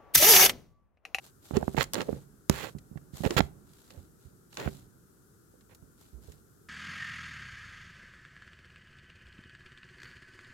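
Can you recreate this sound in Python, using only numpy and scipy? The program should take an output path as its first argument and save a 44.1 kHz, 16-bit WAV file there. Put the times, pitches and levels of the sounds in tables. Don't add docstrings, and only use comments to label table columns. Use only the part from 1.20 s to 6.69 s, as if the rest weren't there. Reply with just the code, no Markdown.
import sys
import numpy as np
from scipy import signal
from scipy.fft import rfft, irfft
from scipy.io import wavfile

SR = 44100
rng = np.random.default_rng(int(sys.argv[2]) if len(sys.argv) > 2 else 0)


def log_audio(samples):
    frames = np.atleast_2d(samples).T
    limited = np.clip(frames, -1, 1)
    pcm = np.round(limited * 32767).astype(np.int16)
    wavfile.write(sys.argv[1], SR, pcm)


N = 241964
TIME = np.arange(N) / SR
BLOW_S = np.arange(SR // 4) / SR


def from_db(db):
    return 10 ** (np.asarray(db) / 20)


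def rms_one(x):
    return x / np.sqrt(np.mean(x ** 2) + 1e-20)


def at_hz(points, hz):
    known_hz, values = np.transpose(points)
    return np.interp(np.log(np.maximum(hz, 1)), np.log(known_hz), values)


def cut(x, hz, kind="low", order=2):
    sos = signal.butter(order, np.clip(hz, 10, .45 * SR), kind, fs=SR, output="sos")
    return signal.sosfilt(sos, x)


def add(track, s, sound):
    start = round(s * SR)
    track[:, start:start + sound.shape[-1]] += sound[:, :N - start]


def ports(left_db):
    return from_db([[left_db], [0]])


def partly_alike(pair, alike):
    return np.array([alike * pair[1] + np.sqrt(1 - alike ** 2) * pair[0], pair[1]])


def diffuse_noise(spectrum):
    # f/Hz, left-right correlation
    likeness = [(60, .6), (200, 0.71), (700, 0), (1500, 0), (16000, 0.031)]
    hz = np.arange(N // 2 + 1) * SR / N
    white = partly_alike(rfft(rng.standard_normal((2, N))), at_hz(likeness, hz))
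    return rms_one(irfft(white * from_db(at_hz(spectrum, hz)), N))


def room_hum(right_db=-66):
    # f/Hz, relative level/dB
    spectrum = [(25, -19), (55, -7.5), (130, -12), (250, -12.5), (400, -8), (620, -29.5), (1000, -27.5),
                (1400, -16.5), (2200, -40), (4000, -34), (7500, -27), (12500, -27), (16000, -36)]
    return from_db(right_db) * diffuse_noise(spectrum) * ports(left_db=5)


def hand_rumble(contacts, gain_db=-49, follows=0.35, settle_s=0.036, resting_db=-34.5, top_hz=1200):
    # f/Hz, relative level/dB
    spectrum = [(25, -0.5), (60, -5), (140, 2), (300, -9), (600, -20.5), (1500, -28.5)]
    power = contacts[1] ** 2
    pole = np.exp(-1 / (settle_s * SR))
    effort = signal.lfilter([1 - pole], [1, -pole], power / power.mean())
    effort += from_db(resting_db) ** 2
    envelope = from_db(gain_db) * effort ** (follows / 2)
    return envelope * cut(diffuse_noise(spectrum), top_hz) * ports(left_db=-5.5)


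def swishes(crinkle_db=4, crinkle_hz=170, catch_s=0.048, fade_s=0.15):
    # t/s, length/s, gain/dB
    strokes = [(0.008, .11, -47.5), (0.209, 0.48, -57), (0.709, 0.37, -58.5), (1.286, 0.26, -48),
               (1.921, 0.38, -50.5), (2.447, 0.46, -64), (2.986, 0.15, -63), (3.298, 0.38, -56.5),
               (4.764, 0.21, -63.5), (4.999, 0.24, -63)]
    # f/Hz, relative level/dB
    spectrum = [(800, 5), (2500, -2), (4000, 4.5), (5500, -0.5), (7300, 3.5), (10000, -0.5), (12500, 1.5),
                (16000, -10.5)]
    envelope = np.zeros((1, N))
    for start, length, db in strokes:
        t = np.arange(0, length, 1 / SR)
        stroke = np.minimum(t / catch_s, 1) * np.minimum((length - t) / fade_s, 1)
        add(envelope, start, from_db(db) * stroke[None])
    flutter = rms_one(cut(rng.standard_normal(N), crinkle_hz, order=1))
    crinkle = rms_one(from_db(crinkle_db * flutter))
    return envelope * crinkle * diffuse_noise(spectrum)


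def ring(hz, t60):
    return np.sin(2 * np.pi * hz * BLOW_S) * 1000. ** (-BLOW_S / t60)


def crack(bright_hz, t60, alike, order=2):
    fade = 1000. ** (-BLOW_S / t60)
    noise = partly_alike(rng.standard_normal((2, len(fade))), alike)
    burst = cut(noise * fade, bright_hz, order=order)
    return burst * np.linalg.norm(fade) / np.linalg.norm(burst, axis=1, keepdims=True)


def bumps(soft_hz=1300, tap_hz=720, rebound_s=0.014, rebound_max_db=-24.5, port_lag_s=0.0007):
    # t/s, level/dB, f/Hz, t60/cycles, relative attack level/dB
    hits = [(0.3093, -11.5, 273, 2.3, -13.5), (0.335, -18, 140, 7.3, -11.5), (.361, -19, 149, 1.3, -9.5),
            (.369, -3.5, 221.3, 5.7, -28.5), (.372, -9.5, 394, 23.5, -39.5), (.428, -13.5, 155.2, 3.5, -4),
            (0.4797, -9, 223, 3.8, -6), (.546, -11.5, 249.2, 2.5, -15.5), (.578, -12, 136.1, 8.7, 5),
            (0.8858, -15.5, 279, 3.9, -12), (.891, -11, 465, 11, -18.5), (0.9282, -9, 200, 2.4, -17.5),
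            (1.2972, -5, 185, 5, -5.5), (1.298, -3, 400, 3.35, -5), (1.55, -21.5, 174, 5.9, -18),
            (1.713, -28, 174.6, 5, -27.5), (1.757, -22.5, 159.6, 7.3, -22), (1.935, -24, 131.4, 3.8, -47),
            (2.005, -18.5, 173, 6.3, -22.5), (2.047, -17, 300, 12, -7.5), (2.061, -6.5, 131.3, 2.7, -7.5),
            (2.106, -18, 337, 15, -26.5), (2.165, -8, 129.2, 5, -6.5), (2.194, -11, 270, 8.2, -13),
            (2.2041, -5, 185, 5.1, -4.5), (2.221, -20, 70, 4.3, -36.5), (2.772, -33.5, 90, 10.94, -34.5),
            (3.052, -35.5, 85, 4, -34), (3.46, -12.5, 117, 3.3, -15), (3.4758, -11.5, 193, 3.5, -6),
            (4.34, -46, 486, 14, -20), (4.624, -35.5, 125, 4.4, -16.5), (4.929, -35.5, 60.2, 15, -33),
            (5.08, -34, 75.9, 5.52, -25), (5.085, -38, 444, 13, -20.5)]
    # f/Hz, level/dB, t60/s
    body_modes = [(62.3, -25.5, .2), (139.1, -25.5, 0.38), (196.2, -26, 0.09), (236, -36, 0.04),
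                  (387, -23.5, 0.2)]
    contact_pan, body_pan = ports(left_db=-18), ports(left_db=-9.5)
    out = np.zeros((2, N))
    for s, db, hz, cycles, attack_db in hits:
        flex = -cut(ring(hz, cycles / hz), soft_hz, order=1)
        body = sum(from_db(mode_db + rng.normal(0, 2.4)) * ring(mode_hz, t60)
                   for mode_hz, mode_db, t60 in body_modes)
        tap = cut(ring(tap_hz * rng.uniform(0.95, 1.18), t60=0.012), soft_hz, order=1)
        edge = crack(bright_hz=1100, t60=0.014, alike=0.33, order=3)
        attack = from_db(attack_db) * (from_db(-0.5) * tap + from_db(-6.5) * edge)
        add(out, s, from_db(db) * (contact_pan * (flex + attack) + body_pan * from_db(-5) * body))
        rebound_db = min(db - 5, rebound_max_db)
        add(out, s + rebound_s, from_db(rebound_db) * contact_pan * flex)
    late_left = np.interp(TIME - port_lag_s, TIME, out[0])
    return np.array([late_left, out[1]])


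def wall(x, direct, narrowest_hz=42):
    # f/Hz, bandwidth/Hz, level/dB
    wall_modes = [(470, 124, 6.5), (532, 35, 3.5), (847, 90, -3), (1094, 10, 1.5), (1360, 40, 3),
                  (1586, 14, 2), (1707, 22, 0), (1878, 45, 4.5), (2036, 13, -3), (2590, 34, -2.5),
                  (2746, 40, -7), (3070, 21, -9.5), (3500, 35, -0.5), (4210, 18, 7.5), (7110, 250, 13.5)]
    out = direct * x
    for hz, width_hz, db in wall_modes:
        r = np.exp(-np.pi * max(width_hz, narrowest_hz) / SR)
        poles = [1, -2 * r * np.cos(2 * np.pi * hz / SR), r * r]
        out += from_db(db) * (1 - r * r) / 2 * signal.lfilter([1, 0, -1], poles, x + 1e-18)
    return out / (1 + direct)


def scrapes(slips_per_s=2200, spread_db=4, friction=0.13, drag_hz=(85, 380), grit_hz=10500):
    # t/s, swell/s, fade/s, ends against peak/dB, rasp/dB, drag/dB, left against right/dB
    rubs = [(.338, .03, .016, -7.5, -38, -26.5, -10), (0.388, 0.018, .038, -4.5, -56, -37.5, -11),
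            (.565, .016, 0.024, -4.5, -29, -28, -15), (0.597, .016, .02, -3, -24, -35, -15.5),
            (.735, .042, .059, -6.5, -35.5, -27, -10), (.827, .061, .11, -6.5, -61, -43.5, -1),
            (1.304, .1, .059, -6, -34, -44.5, -14), (1.413, .03, .06, -13.5, -34.5, -36, -20),
            (2.034, .023, .024, -1.5, -34.5, -25.5, -14), (2.088, .03, 0.046, -9, -45.5, -36, -2.5),
            (2.165, .019, .014, -9, -15, -21, -12.5), (2.705, .046, 0.057, -4, -65.5, -52.5, -14),
            (3.372, .029, .095, -6, -41, -37.5, -2), (4.492, .029, .021, -4, -57.5, -59.5, -18)]
    ref_hz, ref_db, db_per_octave = 1750, -14.5, 119.5
    out = np.zeros((2, N))
    for start, swell, fade, ends_db, rasp_db, drag_db, left_db in rubs:
        t = np.arange(0, swell + fade, 1 / SR)
        shape = (2, len(t))
        slipping = rng.random(shape) < slips_per_s / SR
        jerks = slipping * from_db(rng.normal(0, spread_db, shape)) * rng.choice([-1, 1], shape)
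        force = partly_alike(jerks + friction * rng.standard_normal(shape), alike=0.16)
        low_force = cut(force, drag_hz, "band", order=1)
        drag = from_db(drag_db) * rms_one(cut(low_force, hz=800, order=4))
        rasp_hz = ref_hz * 2 ** ((rasp_db - ref_db) / db_per_octave)
        rasp = from_db(rasp_db) * rms_one(cut(force, [rasp_hz / 2.07, rasp_hz * 2.07], "band"))
        grit = from_db(rasp_db - 10) * rms_one(cut(force, grit_hz, "high"))
        pressure_db = np.interp(t, [0, swell, swell + fade], [ends_db, 0, ends_db])
        pressure = from_db(pressure_db) * signal.windows.tukey(len(t), 0.14)
        add(out, start, ports(left_db) * (drag + rasp + grit) * pressure)
    return wall(out, direct=1.43)


def clicks(ref_t60_s=0.017, ref_db=-22.5, halving_db=26.5, wide_hz=4500):
    # t/s, level/dB, brightness/Hz
    snaps = [(.368, -26.5, 6570), (0.584, -15.5, 2553), (0.6093, -9, 2290), (0.6287, -24, 11970),
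             (0.64, -29, 7200), (0.7345, -20, 12100), (.743, -20.5, 7500), (0.754, -20.5, 2340),
             (0.8063, -18.5, 2070), (.816, -27.5, 4800), (1.2965, -13, 12000), (1.585, -48, 7260),
             (1.774, -39.5, 2040), (2.052, -18.5, 2546), (2.074, -35, 1990), (2.1071, -23.5, 4550),
             (2.2057, -10.5, 2068), (2.705, -43.5, 5000), (3.329, -45, 4000), (3.371, -26, 4020),
             (3.399, -31.5, 4500), (4.409, -58.5, 5970), (4.548, -49, 14100), (5.12, -48.5, 11000)]
    out = np.zeros((2, N))
    for s, db, bright_hz in snaps:
        t60 = ref_t60_s * 2 ** ((ref_db - db) / halving_db)
        octaves_duller = max(np.log2(wide_hz / bright_hz), 0)
        pan = ports(left_db=-4.5 - 14 * octaves_duller)
        add(out, s, from_db(db) * pan * crack(bright_hz, t60, alike=0.1))
    return wall(cut(out, 250, "high", order=1), direct=5.2)


def through_air(x, above_hz=5000, send_db=-3):
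    treble = from_db(send_db) * cut(x[0], above_hz, "high", order=1)
    return np.array([x[0] + treble, x[1]])


def room_reverb(x, predelay_s=0.011):
    # f/Hz, t60/s
    decay = [(100, 0.17), (500, 0.25), (3000, 0.21), (12000, 0.2)]
    t = np.arange(SR * 3 // 4) / SR
    edges_hz = np.geomspace(40, 18000, 9)
    tail = np.zeros((2, len(t)))
    for low, high in zip(edges_hz, edges_hz[1:]):
        t60 = at_hz(decay, np.sqrt(low * high))
        tail += cut(rng.standard_normal(tail.shape), [low, high], "band") * 1000. ** (-t / t60)
    tail = rms_one(tail * (t > predelay_s)) / np.sqrt(len(t))
    return signal.fftconvolve(x.mean(axis=0, keepdims=True), tail, axes=1)[:, :N]


def scene(reverb_db=-21):
    contacts = through_air(bumps() + clicks() + scrapes())
    reverb = from_db(reverb_db) * room_reverb(contacts)
    return contacts + reverb + swishes() + hand_rumble(contacts) + room_hum()


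def record(dry, notch_hz=9600, notch_share=0.17, bottom_hz=42, top_hz=16200):
    notched = signal.lfilter(*signal.iirnotch(notch_hz, Q=4, fs=SR), dry)
    coloured = dry + notch_share * (notched - dry)
    steep_lowpass = signal.ellip(10, 0.2, 80, top_hz, fs=SR, output="sos")
    return signal.sosfilt(steep_lowpass, cut(coloured, bottom_hz, "high", order=4))


dry = scene()
out = record(dry)
log_audio(out)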